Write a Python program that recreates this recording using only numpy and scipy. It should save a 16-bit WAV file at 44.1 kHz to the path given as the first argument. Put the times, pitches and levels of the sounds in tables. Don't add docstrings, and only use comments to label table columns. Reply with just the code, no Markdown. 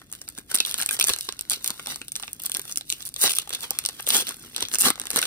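import sys
import numpy as np
from scipy import signal
from scipy.fft import rfft, irfft, next_fast_len
from scipy.io import wavfile
from scipy.ndimage import uniform_filter1d, map_coordinates

SR = 44100
rng = np.random.default_rng(int(sys.argv[2]) if len(sys.argv) > 2 else 0)


def unload_wav(signal):
    wavfile.write(
        sys.argv[1],
        SR,
        np.round(np.clip(np.atleast_2d(signal).T, -1, 1) * 32767).astype(np.int16),
    )


N = 232035

# (frequency [Hz], relative level [dB])
CRACK = [(4500, -5.5), (6100, -1.5), (7500, 2), (9200, 1.5), (11700, -2), (13500, -1.5), (15600, -9.5),
         (16500, -34)]
CRINKLE = [(1600, -34.5), (2250, -4.5), (2700, -3), (3300, 2.5), (4200, 0), (5200, -3), (5900, -1.5),
           (7500, -25)]
FLEX = [(150, -10), (330, -2.5), (510, 0.5), (640, -3), (790, 2.5), (930, -2), (1170, 2.5), (1430, 3.5),
        (1700, 4), (2150, 5), (2900, -24.5)]
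# (time [s], crack [dB], crinkle [dB], flex [dB], facet pitch [Hz], panel pitch [Hz])
SNAPS = [(.016, -48, -46.5, -33.5, 7000, 3040), (0.1159, -32, -46, -47, 10400, 3570),
         (0.1261, -21, -38, -36, 10400, 5340), (0.1351, -33, -35, -38, 8400, 3560),
         (.151, -31.5, -37, -39, 9500, 4240), (0.2156, -26.5, -32.5, -35.5, 5500, 5500),
         (0.278, -48, -32.5, -35.5, 5500, 4400), (0.288, -21.5, -32, -37, 11300, 4750),
         (0.3774, -29, -35.5, -31.5, 8700, 3610), (0.3854, -24, -37, -49, 8250, 3250),
         (0.5138, -20.5, -28.5, -30, 10300, 4960), (0.5178, -23, -31.5, -42, 8300, 5360),
         (0.5402, -35, -30, -28, 8000, 4200), (0.5442, -9.5, -17.5, -24.5, 9450, 3530),
         (0.5484, -7, -22, -20.5, 10600, 5540), (0.554, -6.5, -17, -27, 9350, 5240),
         (0.562, -15, -30, -27, 8800, 3650), (0.574, -25.0, -25.5, -29, 6280, 4320),
         (0.5856, -20, -18.5, -33, 8500, 4120), (0.6021, -13, -8.5, -32, 6060, 4060),
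         (0.6039, -17.5, -12.5, -24, 8900, 2900), (0.65, -20.5, -15.5, -33, 9400, 3500),
         (0.6621, -19, -27, -38, 11900, 5300), (0.6704, -22, -36, -27, 12800, 3670),
         (.6945, -25, -28.5, -44, 11500, 4700), (0.7008, -26, -30, -48, 10400, 4360),
         (0.7118, -19.5, -22.5, -41, 10600, 3440), (.722, -24, -29, -40.5, 10500, 4400),
         (0.742, -14.5, -17, -24, 7480, 3200), (0.7794, -24, -29, -40, 12100, 3870),
         (0.7846, -18, -28, -27, 11160, 2980), (0.7947, -20, -36, -38, 13300, 3590),
         (0.801, -23, -23.5, -31, 8600, 5240), (0.8143, -13.5, -24.5, -36, 9050, 2770),
         (0.8236, -16.5, -20.5, -27.5, 8060, 3000), (0.8315, -19, -28, -26, 7800, 4310),
         (0.861, -11, -24.5, -30, 9400, 3000), (0.8903, -15.5, -18, -24.5, 11300, 3370),
         (0.9098, -13, -23, -24, 10100, 3600), (0.916, -21.5, -30.5, -35, 11900, 3520),
         (0.9667, -30, -29, -40, 7360, 4340), (0.991, -20.0, -24, -23.5, 9100, 4130),
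         (0.998, -10, -14, -24, 12440, 5340), (1.0102, -11, -9, -19.5, 9400, 3320),
         (1.0148, -10.5, -18, -33, 9700, 3930), (1.0259, -16, -14.5, -40, 10900, 4100),
         (1.0411, -6, -20.5, -24, 6000, 5100), (1.0472, -16, -27, -29, 10300, 3600),
         (1.068, -22.5, -40, -34, 12600, 5100), (1.0714, -12, -32, -40, 11700, 4730),
         (1.084, -11, -24, -17, 9200, 3400), (1.0931, -10.5, -12, -20, 8960, 4200),
         (1.0978, -23, -14.5, -26, 10600, 4240), (1.1123, -26, -33, -32, 10100, 4310),
         (1.118, -31, -29.5, -47, 5500, 4290), (1.1354, -14.5, -15, -29, 7860, 4200),
         (1.162, -22.5, -30, -28.5, 9700, 2400), (1.187, -20.5, -35.5, -31, 5500, 5450),
         (1.209, -18, -24.5, -45, 11400, 5100), (1.2457, -34, -45.5, -46, 10650, 4720),
         (1.289, -23, -16.5, -25, 5570, 3700), (1.324, -23, -31.5, -33, 5500, 3100),
         (1.3918, -21.5, -26.5, -38, 9600, 4440), (1.41, -17.5, -29, -38.5, 11900, 4050),
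         (1.498, -10, -23, -36.5, 9400, 4270), (1.5067, -14, -26, -33, 8150, 3730),
         (1.5128, -27, -23, -24.5, 9820, 4250), (1.5176, -14, -31, -28, 9260, 3400),
         (1.5331, -16.5, -20, -50, 8160, 4190), (1.644, -14.5, -24, -27, 11300, 4480),
         (1.6607, -20, -24, -30.5, 11960, 3820), (1.6765, -11, -21, -38, 12600, 4560),
         (1.6828, -30, -27.5, -36, 11600, 4200), (1.6951, -33, -43, -29, 9500, 3810),
         (1.704, -17, -20.5, -27, 8400, 4200), (1.7955, -30.5, -29.5, -25, 5570, 3160),
         (1.8597, -27, -26.5, -31.5, 8300, 5470), (1.8706, -21, -22.5, -27, 7760, 3660),
         (1.9438, -32.5, -28.5, -50, 5430, 4410), (1.959, -22, -30.5, -30.5, 7650, 4290),
         (2.0159, -28.5, -25.5, -31, 8100, 2330), (2.082, -25, -32, -42, 8700, 3680),
         (2.1195, -19.0, -32, -45, 10100, 5220), (2.1546, -24, -21, -33, 8300, 5100),
         (2.1626, -17, -27, -29, 7400, 3740), (2.1978, -29, -30.5, -31.5, 9760, 5400),
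         (2.2262, -24.5, -33.5, -31, 8250, 3500), (2.2337, -32, -22.5, -25.5, 5460, 3380),
         (2.2789, -31, -26, -30, 5500, 2440), (2.331, -20, -40.5, -63, 12400, 5200),
         (2.3972, -28, -50, -42, 12000, 4130), (2.4001, -33, -31.5, -40, 8200, 3470),
         (2.419, -27, -42, -63, 13900, 4180), (2.4235, -29, -49.5, -64, 12500, 4800),
         (2.436, -21.5, -39, -58, 13000, 4760), (2.438, -36, -41, -41, 12500, 4180),
         (2.451, -28, -40, -35, 12500, 4200), (2.4582, -16.5, -34, -57, 13900, 4900),
         (2.4624, -13.5, -23, -37, 10700, 4470), (2.4964, -20.5, -33, -30, 9900, 3140),
         (2.5177, -16, -21, -39, 10200, 2770), (2.5426, -21, -35, -36, 9400, 3900),
         (2.548, -16.5, -17, -36, 8400, 5700), (2.569, -14, -28.5, -30, 11500, 3360),
         (2.595, -20, -29, -27, 11200, 3000), (2.6164, -26.5, -38, -47, 10500, 5470),
         (2.653, -29.5, -39, -37.5, 11000, 3490), (2.7237, -19, -40.5, -39, 5500, 5460),
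         (2.7585, -21, -28.5, -39, 8800, 3740), (2.7731, -10.5, -24.5, -31.5, 7380, 5000),
         (2.81, -29, -26, -34.5, 7680, 4090), (2.895, -26, -35, -46, 9000, 4193),
         (2.9009, -12.5, -17.5, -39, 7290, 4100), (2.9181, -23, -37, -40, 11330, 2780),
         (2.9242, -14, -18, -36, 6460, 3180), (3.0058, -33, -30, -34, 5480, 5830),
         (3.021, -28, -36.5, -59.0, 12880, 5400), (3.0257, -28.5, -32.5, -54, 5510, 3980),
         (3.053, -24, -42, -54, 12300, 4800), (3.058, -28, -32, -53, 11500, 4600),
         (3.0628, -25, -39, -50, 10900, 4900), (3.067, -26, -40, -38.5, 11500, 4300),
         (3.0722, -24, -42, -48, 11000, 4600), (3.0782, -29, -37.5, -46, 11000, 4600),
         (3.0896, -26.5, -40.5, -61, 11000, 5800), (3.1406, -25, -31.5, -50, 10700, 4560),
         (3.1625, -23.5, -23, -31.5, 5500, 3370), (3.214, -15, -39, -32, 5500, 5900),
         (3.22, -14, -38, -39, 11000, 3710), (3.2389, -9.5, -19, -11.5, 9200, 4410),
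         (3.2305, -16, -28, -22, 9500, 3730), (3.2697, -25, -22, -32, 5500, 5440),
         (3.277, -19, -15.5, -19.5, 7100, 5550), (3.2846, -20, -19, -43, 8700, 3300),
         (3.294, -18, -16.5, -29, 5500, 3240), (3.3067, -25, -16, -32, 11000, 3260),
         (3.3181, -17, -21, -39, 9700, 3250), (3.331, -20, -33.5, -43, 10700, 5140),
         (3.3352, -18.5, -23, -30, 10000, 2840), (3.3512, -19, -32.5, -56, 12100, 5360),
         (3.357, -20, -26, -51, 12700, 5200), (3.3628, -23, -36, -52, 11700, 5360),
         (3.366, -20, -29, -29.5, 12600, 5680), (3.3683, -21, -35, -39, 11100, 3500),
         (3.3747, -23, -36, -53, 11600, 5330), (3.3854, -7.5, -14.0, -29, 11000, 3100),
         (3.417, -29, -32.5, -48, 10100, 4160), (3.4205, -32, -32, -36.5, 8260, 3680),
         (3.4747, -32, -36, -38, 8920, 3200), (3.493, -22.5, -32, -40, 11820, 3670),
         (3.505, -26.5, -26.5, -26.5, 9400, 3400), (3.5284, -31, -21, -29, 8100, 4080),
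         (3.5353, -20, -24, -39, 10040, 3550), (3.5486, -17, -20, -39, 9700, 3640),
         (3.6068, -27.5, -32.5, -50, 10300, 4270), (3.632, -23, -29, -36, 11360, 3900),
         (3.7066, -10.5, -23, -37, 12600, 5000), (3.788, -10, -18, -23.5, 12500, 6500),
         (3.8509, -18.5, -20, -31, 5540, 4950), (3.8606, -11, -16, -35, 9700, 4350),
         (3.888, -18.5, -21, -25.5, 7740, 4640), (3.9955, -34, -34.5, -30, 9500, 3620),
         (4.0062, -25.0, -41.5, -46, 12300, 4500), (4.023, -29, -44.5, -59, 13200, 3860),
         (4.027, -30, -37, -55, 10100, 4400), (4.067, -18.5, -20.5, -43, 8350, 3370),
         (4.074, -18, -22, -25, 9340, 3100), (4.0889, -8, -25.5, -27, 14200, 3460),
         (4.104, -11, -8, -20, 9200, 3560), (4.122, -21.5, -30, -26, 11700, 3430),
         (4.127, -23, -20.5, -27, 11500, 3310), (4.1357, -16, -25, -23, 11900, 3390),
         (4.146, -14.5, -10, -21, 8700, 3260), (4.1522, -26, -20, -19, 6650, 3340),
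         (4.1671, -6, -21.0, -36.5, 8900, 4490), (4.2024, -25, -24, -26, 7260, 3220),
         (4.2097, -21, -41, -46, 9350, 3200), (4.223, -23, -25.5, -44, 10200, 3510),
         (4.269, -24, -24.5, -50, 13200, 3700), (4.2849, -22, -33.5, -28, 9400, 3610),
         (4.291, -19, -26.5, -36, 9500, 3220), (4.309, -28, -33.5, -29, 11000, 4270),
         (4.343, -33, -36, -41, 10000, 4010), (4.547, -35, -30, -47, 11200, 3250),
         (4.5628, -17.5, -17, -29, 9900, 4070), (4.5805, -27, -34, -26.5, 8000, 3400),
         (4.6065, -20, -24, -27.5, 10000, 3350), (4.622, -21, -28, -36, 9550, 4220),
         (4.6251, -18.5, -12.5, -22, 7900, 6500), (4.652, -32, -22, -43, 5470, 4160),
         (4.685, -23.5, -32, -32, 5600, 3360), (4.715, -31, -27.5, -28, 10800, 3550),
         (4.7384, -13.5, -20.5, -20, 8000, 4270), (4.7462, -9.5, -26.5, -23.5, 7200, 6000),
         (4.755, -13, -19, -26, 6400, 3120), (4.7853, -11, -25, -26, 9900, 5600),
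         (4.792, -16, -36.5, -37, 9000, 5000), (4.796, -13, -32, -46.5, 10600, 4070),
         (4.804, -11, -27, -40, 11700, 5850), (4.8092, -6, -25, -37, 8800, 3000),
         (4.814, -8, -26, -42, 10800, 2980), (4.82, -5.5, -33, -32, 8900, 3510),
         (4.8839, -17, -14, -12, 10600, 3900), (4.888, -20, -30, -23, 9200, 4030),
         (4.9027, -6.5, -16, -11.5, 10400, 3500), (4.9565, -32, -30, -34, 7000, 4000),
         (4.978, -40, -45, -29, 7000, 3300), (4.9978, -18, -25, -27, 9700, 3700),
         (5.0157, -21, -29.5, -30.5, 5530, 4060), (5.055, -25, -37, -30.5, 7000, 3000),
         (5.0692, -23, -25.5, -28, 7160, 3440), (5.1039, -14, -21.5, -24.5, 11100, 4370),
         (5.113, -19, -29.5, -28, 9300, 2320), (5.16, -9, -16, -15, 12100, 3580),
         (5.1686, -9.5, -27, -43, 10300, 4080), (5.1734, -17, -17, -15.5, 8800, 4370),
         (5.1879, -12, -23, -35, 5500, 5940), (5.1907, -14.5, -17, -14.5, 11100, 2720),
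         (5.2161, -14, -23, -31, 10540, 3610), (5.2273, -18, -15, -23, 7330, 2900),
         (5.2538, -20, -22, -24, 5500, 3520)]
# (time [s], relative peak [dB], pitch [Hz])
THUDS = [(0.384, -36.5, 286), (0.546, -35, 279), (0.601, -30.5, 310), (1.037, -37, 390), (1.098, -30, 375),
         (1.107, -36, 81), (1.287, -31.5, 402), (1.509, -39, 270), (1.57, -40, 398), (1.702, -38, 222),
         (2.012, -35, 281), (2.54, -40, 278), (2.588, -37, 384), (2.77, -40, 278), (2.931, -42.5, 297),
         (3.235, -38, 500.4), (3.708, -38, 492), (4.07, -37.5, 305), (4.142, -36, 300), (4.182, -39, 335),
         (4.2, -33, 374), (4.222, -32, 375), (4.624, -31.5, 273), (4.636, -38, 115.3), (4.863, -19.5, 264),
         (4.902, -26, 260), (5.01, -40, 288), (5.138, -30.5, 268), (5.16, -26, 256), (5.178, -23.5, 477)]


def snaps(creases, facet_width_hz, panel_width_hz, panel_db, crack_db, crinkle_db, flex_db):
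    times, crack, crinkle, flex, facet_hz, panel_hz = np.transpose(creases)
    count = len(times)
    top = fold_flips(count, CRACK, click_db=-4, rise_s=.0003, decay_s=.00021, ring_db=-24, ring_s=.0013)
    top = np.array([resonance(flip, hz, facet_width_hz) for flip, hz in zip(top, facet_hz)])
    middle = fold_flips(count, CRINKLE, click_db=-3.5, rise_s=.0001, decay_s=.0006,
                        ring_db=-17, ring_s=.0035)
    panels = np.array([resonance(flip, hz, panel_width_hz) for flip, hz in zip(middle, panel_hz)])
    middle = middle + from_db(panel_db) * panels
    low = fold_flips(count, FLEX, click_db=-3.5, rise_s=.0001, decay_s=.0027, ring_db=-2.5, ring_s=.0035)
    return (place(top, times + .0002, crack + crack_db)
            + place(middle, times + .0004, crinkle + crinkle_db)
            + place(low, times + .00054, flex + flex_db))


def fold_flips(count, spectrum, click_db, rise_s, decay_s, ring_db, ring_s):
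    t = np.arange(640) / SR * 2 ** (.2 * rng.standard_normal((count, 1, 1)))
    decay = np.exp(-t / decay_s) + from_db(ring_db) * np.exp(-t / ring_s)
    shape = (1 - np.exp(-(t / rise_s) ** 2)) * decay
    flips = rng.choice([-1, 1], (count, 2, 640)) * shape / np.sqrt(np.sum(shape ** 2, -1, keepdims=True))
    flips[:, 0, 0] += from_db(click_db) * rng.choice([-1, 1], count)
    return colour(flips, spectrum)


def unzip(count, start_s, gap_s):
    return [(start_s + k * gap_s, -38, -47.5, -57, 12500, 4801) for k in range(count)]


def ticks(effort_db, count, above_db, limit_db):
    busy = np.cumsum(from_db(np.minimum(effort_db[1], limit_db - above_db)) ** 2)
    at = np.searchsorted(busy, rng.random(count) * busy[-1])
    scatter_db = rng.standard_normal(count) + .52 * rng.standard_normal((3, count))
    level_db = effort_db[:, at] + above_db + scatter_db
    level_db -= np.maximum(level_db.max(0) - limit_db, 0)
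    typical_hz, scatter_octaves = [9500, 3500], [.15, .32]
    pitches = typical_hz * 2 ** (scatter_octaves * np.clip(rng.standard_normal((count, 2)), -2, 2))
    return np.column_stack([at / SR, *level_db, pitches])


def effort():
    # (time [s], relative level [dB])
    grip = [(0,-54),(.06,-63),(.15,-54.5),(.35,-60),(.47,-67.5),(.56,-46.5),(1.1,-50),(1.36,-53),(1.47,-52.5),(1.7,-46),(2.0,-52.5),(2.11,-62.5),(2.2,-48.5),(2.36,-56.5),(2.52,-50),(2.85,-65.5),(3.0,-47.5),(3.13,-59.5),(3.25,-40),(3.46,-52),(3.6,-46),(4.03,-48),(4.3,-48),(4.5,-57.5),(4.6,-50.5),(5.26,-50)]
    # (peak time [s], rise [s], fall [s], crack [dB], crinkle [dB], flex [dB])
    pulls = [(0.387,0.048,0.029,-57,-50.5,-45.5),(0.513,0.03,0.038,-45,-41,-36.5),(.68,0.025,0.074,-37,-38,-40),(0.799,0.05,0.056,-36.5,-35,-36),(0.933,0.019,0.037,-27,-36.5,-34),
             (1.012,0.028,0.021,-34,-34,-35),(1.084,0.022,0.065,-25,-29.5,-30),(1.236,0.091,0.085,-38.5,-43.5,-64),(1.517,0.016,0.055,-25.5,-28,-36.5),(1.654,0.035,0.08,-35,-43,-45),
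             (1.914,0.063,0.036,-38,-34.5,-36.5),(2.457,0.025,0.017,-46,-40.5,-39.5),(2.553,0.016,0.03,-47,-39,-35.5),(2.722,0.097,0.013,-41.5,-43,-45.5),(2.917,0.057,0.048,-43,-43.5,-50.5),
             (3.239,0.042,0.017,-18.5,-25.5,-25.5),(3.262,.03,0.021,-22,-20,-22),(3.312,0.026,0.016,-24.5,-32.5,-35),(3.372,0.025,0.038,-51,-35,-56),(3.542,0.032,0.041,-35,-34,-37.5),(3.639,0.031,0.032,-32,-35.5,-33.5),(3.719,0.033,0.08,-49,-42.5,-43.5),(3.997,0.019,0.0074,-48,-41,-40.5),
             (4.153,0.049,0.053,-19.5,-23,-25),(4.1,0.032,0.024,-24.5,-29.5,-36),(4.203,0.055,0.035,-27.5,-29,-33),(4.281,0.033,0.057,-40,-35,-36.5),(4.438,0.047,0.086,-57,-49.5,-47.5),(4.614,0.076,0.067,-51,-37,-37.5),(4.745,0.035,0.026,-29.5,-39,-36),
             (4.81,.016,.016,-20,-32.5,-35),(4.863,0.05,0.04,-14.5,-20,-17.5),(5.021,0.06,0.15,-48,-47.5,-44),(5.178,0.066,0.035,-27.5,-31,-28),(5.231,0.044,0.082,-31.5,-32.5,-33)]
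    register_db, lag_s = np.array([[0], [-3], [-2]]), .0026 * np.array([[-1], [0], [1]])
    t = np.arange(0, N, 32) / SR
    power = from_db(np.interp(t, *np.transpose(grip)) + register_db) ** 2
    for peak_s, rise_s, fall_s, *level_db in pulls:
        late = t - peak_s - lag_s
        away = np.where(late < 0, np.abs(late / rise_s) ** 1.4, np.abs(late / fall_s) ** 1.73)
        power += from_db(np.array(level_db)[:, None] - 16.5 * np.minimum(away, 20)) ** 2
    times, *snap_db, _, _ = np.transpose(SNAPS)
    worked = np.array([np.interp(np.arange(N) / SR, t, register) for register in power])
    settling = np.array([dying_power(times, db - 24, decay_s=.014) for db in snap_db])
    return 10 * np.log10(worked + settling)


def rustle(effort_db, crack_db, crinkle_db, flex_db, palm_db):
    crack, crinkle, flex = effort_db
    pouch_hz, panel_hz, ridge_hz = hold_pitches(waver_octaves=.099, waver_per_s=23)
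    small = buckles(crinkle, per_s=560, spread_db=4, clump_db=6.5)
    large = buckles(crinkle, per_s=450, spread_db=4.5, clump_db=3)
    even_db = .1 * np.maximum(crinkle.mean() - crinkle, 0) + .7 * np.maximum(crinkle + 35, 0)
    fizz = grains(small + .35 * large, CRACK, decay_s=.00071, slide_db=even_db - 5)
    rasp = grains(large + .54 * small, CRINKLE, decay_s=.000098, slide_db=even_db - 2.5)
    rasp = add_moving_resonance(rasp, panel_hz, width_hz=230, boost_db=-1.5)
    rasp = add_moving_resonance(rasp, ridge_hz, width_hz=80, boost_db=-6)
    rasp = rasp + taut_ring(rasp, crinkle, half_taut_db=-27)
    hollow = grains(large, FLEX, decay_s=.00051, slide_db=-5)
    hollow = add_moving_resonance(hollow, pouch_hz, width_hz=56, boost_db=4.5)
    return (from_db(crack + crack_db) * rms_one(finger_reflection(fizz, panel_hz))
            + from_db(crinkle + crinkle_db) * rms_one(finger_reflection(rasp, panel_hz))
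            + from_db(flex + flex_db) * rms_one(hollow)
            + from_db(palm_db) * palm_rub(large, flex))


def buckles(pull_db, per_s, spread_db, clump_db):
    rate = per_s * from_db(.7 * (pull_db - pull_db.mean()) + clump_db * drift(per_s=140))
    gives = rng.random(N) < rate / SR
    return gives * from_db(spread_db * np.minimum(rng.exponential(1, N), 4)) ** 2


def grains(energy, spectrum, decay_s, slide_db):
    power = signal.lfilter([1], [1, -np.exp(-2 / (decay_s * SR))], energy + 1e-12)
    buckling = power / (np.abs(uniform_filter1d(power, size=1400)) + 1e-9)
    sliding = from_db(slide_db) ** 2
    return colour(rng.standard_normal((2, N)) * np.sqrt((buckling + sliding) / (1 + sliding)), spectrum)


def hold_pitches(waver_octaves, waver_per_s):
    # (time [s], pouch [Hz], panel [Hz], ridge of the seam [Hz])
    holds = [(0.689, 1796, 3460, 4280), (0.804, 1710, 3875, 5300), (0.937, 1960, 3250, 5400),
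             (1.095, 1680, 4380, 4400), (1.53, 1424, 4260, 4480), (1.68, 1000, 3700, 4570),
             (1.91, 1932, 3840, 4530), (2.564, 1715, 3383, 5770), (2.925, 1840, 3240, 6440),
             (3.252, 2110, 3760, 4530), (3.31, 2070, 3450, 6300), (3.544, 1720, 3500, 4460),
             (3.665, 1045, 3510, 4450), (4.104, 1620, 3344, 6340), (4.152, 800, 3160, 4330),
             (4.205, 1694, 3300, 6420), (4.295, 1406, 3270, 4670), (4.62, 1980, 3380, 6100),
             (4.824, 1786, 2950, 6300), (4.875, 1234, 4070, 4730), (5.175, 1584, 3620, 6100),
             (5.235, 1670, 3520, 6280)]
    times, *pitches = np.transpose(holds)
    nearest = np.searchsorted((times[1:] + times[:-1]) / 2, np.arange(N) / SR)
    return [hz[nearest] * 2 ** np.clip(waver_octaves * drift(waver_per_s), -1, 1) for hz in pitches]


def taut_ring(rasp, pull_db, half_taut_db):
    # (frequency [Hz], width [Hz], gain when fully taut [dB])
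    modes = [(3310, 63, 5), (5450, 37, -15), (5570, 19, -4)]
    tautness = 1 / (1 + from_db(half_taut_db - pull_db))
    return tautness * sum(from_db(db) * resonance(rasp, hz, width_hz) for hz, width_hz, db in modes)


def finger_reflection(x, panel_hz, round_trip_cycles=4, returned=.6):
    earlier = np.arange(N) - round_trip_cycles * SR / panel_hz
    return x + returned * np.array([map_coordinates(channel, [earlier], order=3) for channel in x])


def tension(x, edge_hz):
    # (time [s], gain [dB])
    treble_lift = [(0,3.5),(.38,11.5),(.68,6),(.93,7),(1.1,4),(1.28,2.5),(1.55,1.5),(1.9,9),(2.45,8),(2.76,10.5),(3.07,7.5),(3.3,7.5),(3.65,1.5),(3.87,5),(4.09,4),(4.5,12),(4.85,1.5),(5.2,4)]
    below = signal.sosfiltfilt(signal.butter(2, edge_hz, fs=SR, output="sos"), x)
    return below + from_db(in_time(treble_lift)) * (x - below)


def pops(level_db, push_s, t60_s, overtone_ratio, overtone_db):
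    # (time [s], relative peak [dB], pitch [Hz])
    pings = [(0.386,-34.5,1640),(0.604,-20,2580),(0.799,-22.5,1640),(0.889,-19.5,2460),(0.909,-23,1620),(1.011,-14.5,2550),(1.093,-24,1130),(1.288,-31,1090),(1.704,-33,985),(1.794,-30.5,1396),(1.879,-35,823),(2.014,-37.5,1416),
             (2.81,-48,781),(3.243,-25.5,794),(3.385,-29,1250),(3.474,-38.5,814),(3.711,-32.5,800),(3.996,-44,1230),(4.073,-36,563),(4.148,-28,780),(4.158,-34,565),(4.201,-38,504),(4.306,-33,1490),(4.306,-33.5,1130),(4.624,-29.5,985),(4.855,-19,1140),(4.864,-21.5,790),(4.882,-21,1165),(5.16,-26,1560),(5.227,-19,1513)]
    t, out = np.arange(SR // 10) / SR, np.zeros(N + SR)
    shape = (1 - np.exp(-t / push_s)) * np.exp(-np.log(1000) * t / t60_s)
    for start_s, peak_db, hz in pings:
        phase = 2 * np.pi * hz * t
        ring = shape * (np.sin(phase) + from_db(overtone_db) * np.sin(overtone_ratio * phase))
        add_at(out, start_s, from_db(peak_db + level_db) * ring / np.abs(ring).max())
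    return out[:N] * np.array([[1], [.2]])


def thuds(level_db, push_s):
    # (ratio to the thud's pitch, relative level [dB], t60 [s])
    modes = [(.56, -12, .017), (.8, -1, .02), (1, 2, .028), (1.35, -2, .024), (1.8, -5, .018),
             (2.6, -7, .014)]
    ratio, mode_db, t60_s = np.transpose(modes)[:, :, None]
    t, out = np.arange(SR // 8) / SR, np.zeros(N + SR)
    shape = (1 - np.exp(-t / push_s)) * np.exp(-np.log(1000) * t / t60_s)
    for start_s, peak_db, hz in THUDS:
        strength = from_db(mode_db + 1.65 * rng.standard_normal(ratio.shape))
        sign = rng.choice([-1, 1], ratio.shape)
        ring = np.sum(sign * strength * shape * np.sin(2 * np.pi * hz * ratio * t), 0)
        add_at(out, start_s, from_db(peak_db + level_db) * ring / np.abs(ring).max())
    return out[:N] * np.array([[1], [-.2]])


def palm_rub(energy, flex_db):
    # (frequency [Hz], relative level [dB])
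    spectrum = [(60, -10), (130, -8.5), (180, -7.5), (245, 4.5), (310, -2.5), (420, -7), (600, -17.5)]
    # (time [s], relative level [dB])
    cupping = [(0, -11.5), (1.3, -15), (2.0, -4), (3.3, -21), (3.9, -15), (4.2, -9.5), (4.45, 1),
               (4.62, -6.5), (4.85, -12), (5.26, -13.5)]
    times, peak_db, _ = np.transpose(THUDS)
    power = from_db(flex_db + in_time(cupping)) ** 2 + dying_power(times, peak_db - 6, decay_s=.0056)
    return np.sqrt(power) * rms_one(grains(energy, spectrum, decay_s=.0011, slide_db=-6))


def room(x, tail_db, t60_s, echo_top_hz):
    # (delay [s], level [dB])
    reflections = [(.0021, -30), (0.0099, -20)]
    t = np.arange(SR // 2) / SR
    shape = np.exp(-np.log(1000) * t / t60_s) * (1 - np.exp(-(t / .00073) ** 2))
    tail = rng.standard_normal((2, len(t))) * shape
    tail = colour(tail, [(100, -46), (1200, 9.5), (4500, 12), (9000, -5.5), (16000, -10)])
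    echoes = np.zeros(len(t))
    for delay_s, db in reflections:
        echoes[round(delay_s * SR)] += from_db(db)
    echoes = signal.sosfilt(signal.butter(2, echo_top_hz, fs=SR, output="sos"), echoes)
    response = echoes + from_db(tail_db) * tail / np.sqrt(np.sum(tail ** 2) / 2)
    return x + signal.fftconvolve(x, response, axes=-1)[:, :N]


def room_hum(level_db):
    # (frequency [Hz], relative level [dB])
    spectrum = [(20, -29), (32, 2), (48, 8), (75, 4.5), (105, 5), (140, 9), (180, 4), (220, 1.5), (300, 4),
                (400, -6), (700, -12.5), (1500, -47), (2500, -19)]
    return from_db(level_db) * rms_one(colour(rng.standard_normal((2, N)), spectrum, size=8192))


def microphones(x):
    # (frequency [Hz], right leads [rad], likeness [0-1], left minus right [dB])
    pair = [(90, -0.1, 0.9, 1), (430, -0.4, 0.85, 3), (860, -0.7, 0.78, 5), (1120, 0.6, 0.75, 2),
            (1460, -0.9, 0.76, 0), (1890, -2.4, 0.66, -1), (2410, -5.0, 0.34, -1), (3100, -9.1, 0.84, 2),
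            (3700, -9.2, 0.71, -1), (4310, -11.4, 0.19, -1), (5170, -10.8, 0.23, -4),
            (6120, -10.2, 0.4, -1), (7240, -9.2, 0.91, 0), (9300, -6.3, 0.96, 0), (11970, -2.85, 0.95, 0),
            (14040, -0.1, 0.95, 0), (16020, 2.5, 0.5, 0)]
    size = next_fast_len(N + 4096)
    hz, *columns = np.transpose(pair)
    lead, alike, balance_db = [np.interp(np.arange(size // 2 + 1) * SR / size, hz, c) for c in columns]
    signs = np.array([[1], [-1]])
    mid, side = rfft(x, size)
    left_right = np.sqrt((1 + alike) / 2) * mid + signs * np.sqrt((1 - alike) / 2) * side
    return irfft(left_right * from_db(signs * balance_db / 2) * np.exp(-.5j * signs * lead), size)[:, :N]


def from_db(db):
    return 10 ** (np.asarray(db) / 20)


def rms_one(x):
    return x / np.sqrt(np.mean(x ** 2) + 1e-20)


def in_time(points):
    return np.interp(np.arange(N) / SR, *np.transpose(points))


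def drift(per_s):
    return rms_one(np.interp(np.arange(N) / SR * per_s, np.arange(12000), rng.standard_normal(12000)))


def dying_power(times, level_db, decay_s):
    kicks = np.zeros(N)
    np.add.at(kicks, np.round(times * SR).astype(int), from_db(level_db) ** 2)
    return signal.lfilter([1], [1, -np.exp(-2 / (decay_s * SR))], kicks + 1e-18)


def add_at(out, start_s, sound):
    i = round(start_s * SR)
    out[..., i:i + sound.shape[-1]] += sound


def place(sounds, times, level_db):
    out = np.zeros((2, N + SR))
    sounds = sounds / np.sqrt(np.sum(sounds ** 2, -1, keepdims=True) / (SR / 1000))
    for start_s, sound, db in zip(times, sounds, level_db):
        add_at(out, start_s, from_db(db) * sound)
    return out[:, :N]


def colour(x, spectrum, size=1024):
    hz, db = np.transpose(spectrum)
    grid = np.maximum(np.arange(size // 2 + 1) * SR / size, 1)
    octaves_outside = np.maximum(np.log2(hz[0] / grid), 0) + np.maximum(np.log2(grid / hz[-1]), 0)
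    gain = from_db(np.interp(np.log(grid), np.log(hz), db) - 20 * octaves_outside)
    cepstrum = irfft(np.log(gain))
    cepstrum[1:size // 2] *= 2
    cepstrum[size // 2 + 1:] = 0
    response = irfft(np.exp(rfft(cepstrum))).reshape((1,) * (x.ndim - 1) + (-1,))
    return signal.fftconvolve(x, response, axes=-1)[..., :x.shape[-1]]


def two_pole(hz, width_hz):
    r = np.exp(-np.pi * width_hz / SR)
    return np.array([1, 0, -1]) * (1 - r * r) / 2, [1, -2 * r * np.cos(2 * np.pi * hz / SR), r * r]


def resonance(x, hz, width_hz):
    return signal.lfilter(*two_pole(hz, width_hz), x)


def add_moving_resonance(x, hz, width_hz, boost_db, block=256):
    out, state = x.copy(), np.zeros((2, 2))
    for i in range(0, N, block):
        ring, state = signal.lfilter(*two_pole(hz[i], width_hz), x[:, i:i + block], zi=state)
        out[:, i:i + block] += from_db(boost_db) * ring
    return out


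def scene():
    effort_db = effort()
    foil = rustle(effort_db, crack_db=-4, crinkle_db=-1, flex_db=-6.5, palm_db=-5.5)
    foil = tension(foil, edge_hz=7050)
    seal = unzip(count=5, start_s=3.6, gap_s=.0043)
    lesser = ticks(effort_db, count=14, above_db=16, limit_db=-26)
    foil += snaps(np.vstack([SNAPS, seal, lesser]), facet_width_hz=4900, panel_width_hz=850,
                  panel_db=7, crack_db=-.33, crinkle_db=-.33, flex_db=-4.5)
    pouch = pops(level_db=3, push_s=.00073, t60_s=.02, overtone_ratio=1.473, overtone_db=-6.5)
    pouch += thuds(level_db=-1, push_s=.0073)
    in_room = room(foil + pouch, tail_db=-18, t60_s=.16, echo_top_hz=6000)
    return microphones(in_room + room_hum(level_db=-57.5))


def record(dry):
    rounded = .95 * np.tanh(dry / .95)
    return signal.sosfilt(signal.cheby2(16, 70, 17000, fs=SR, output="sos"), rounded)


dry = scene()
out = record(dry)
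unload_wav(out)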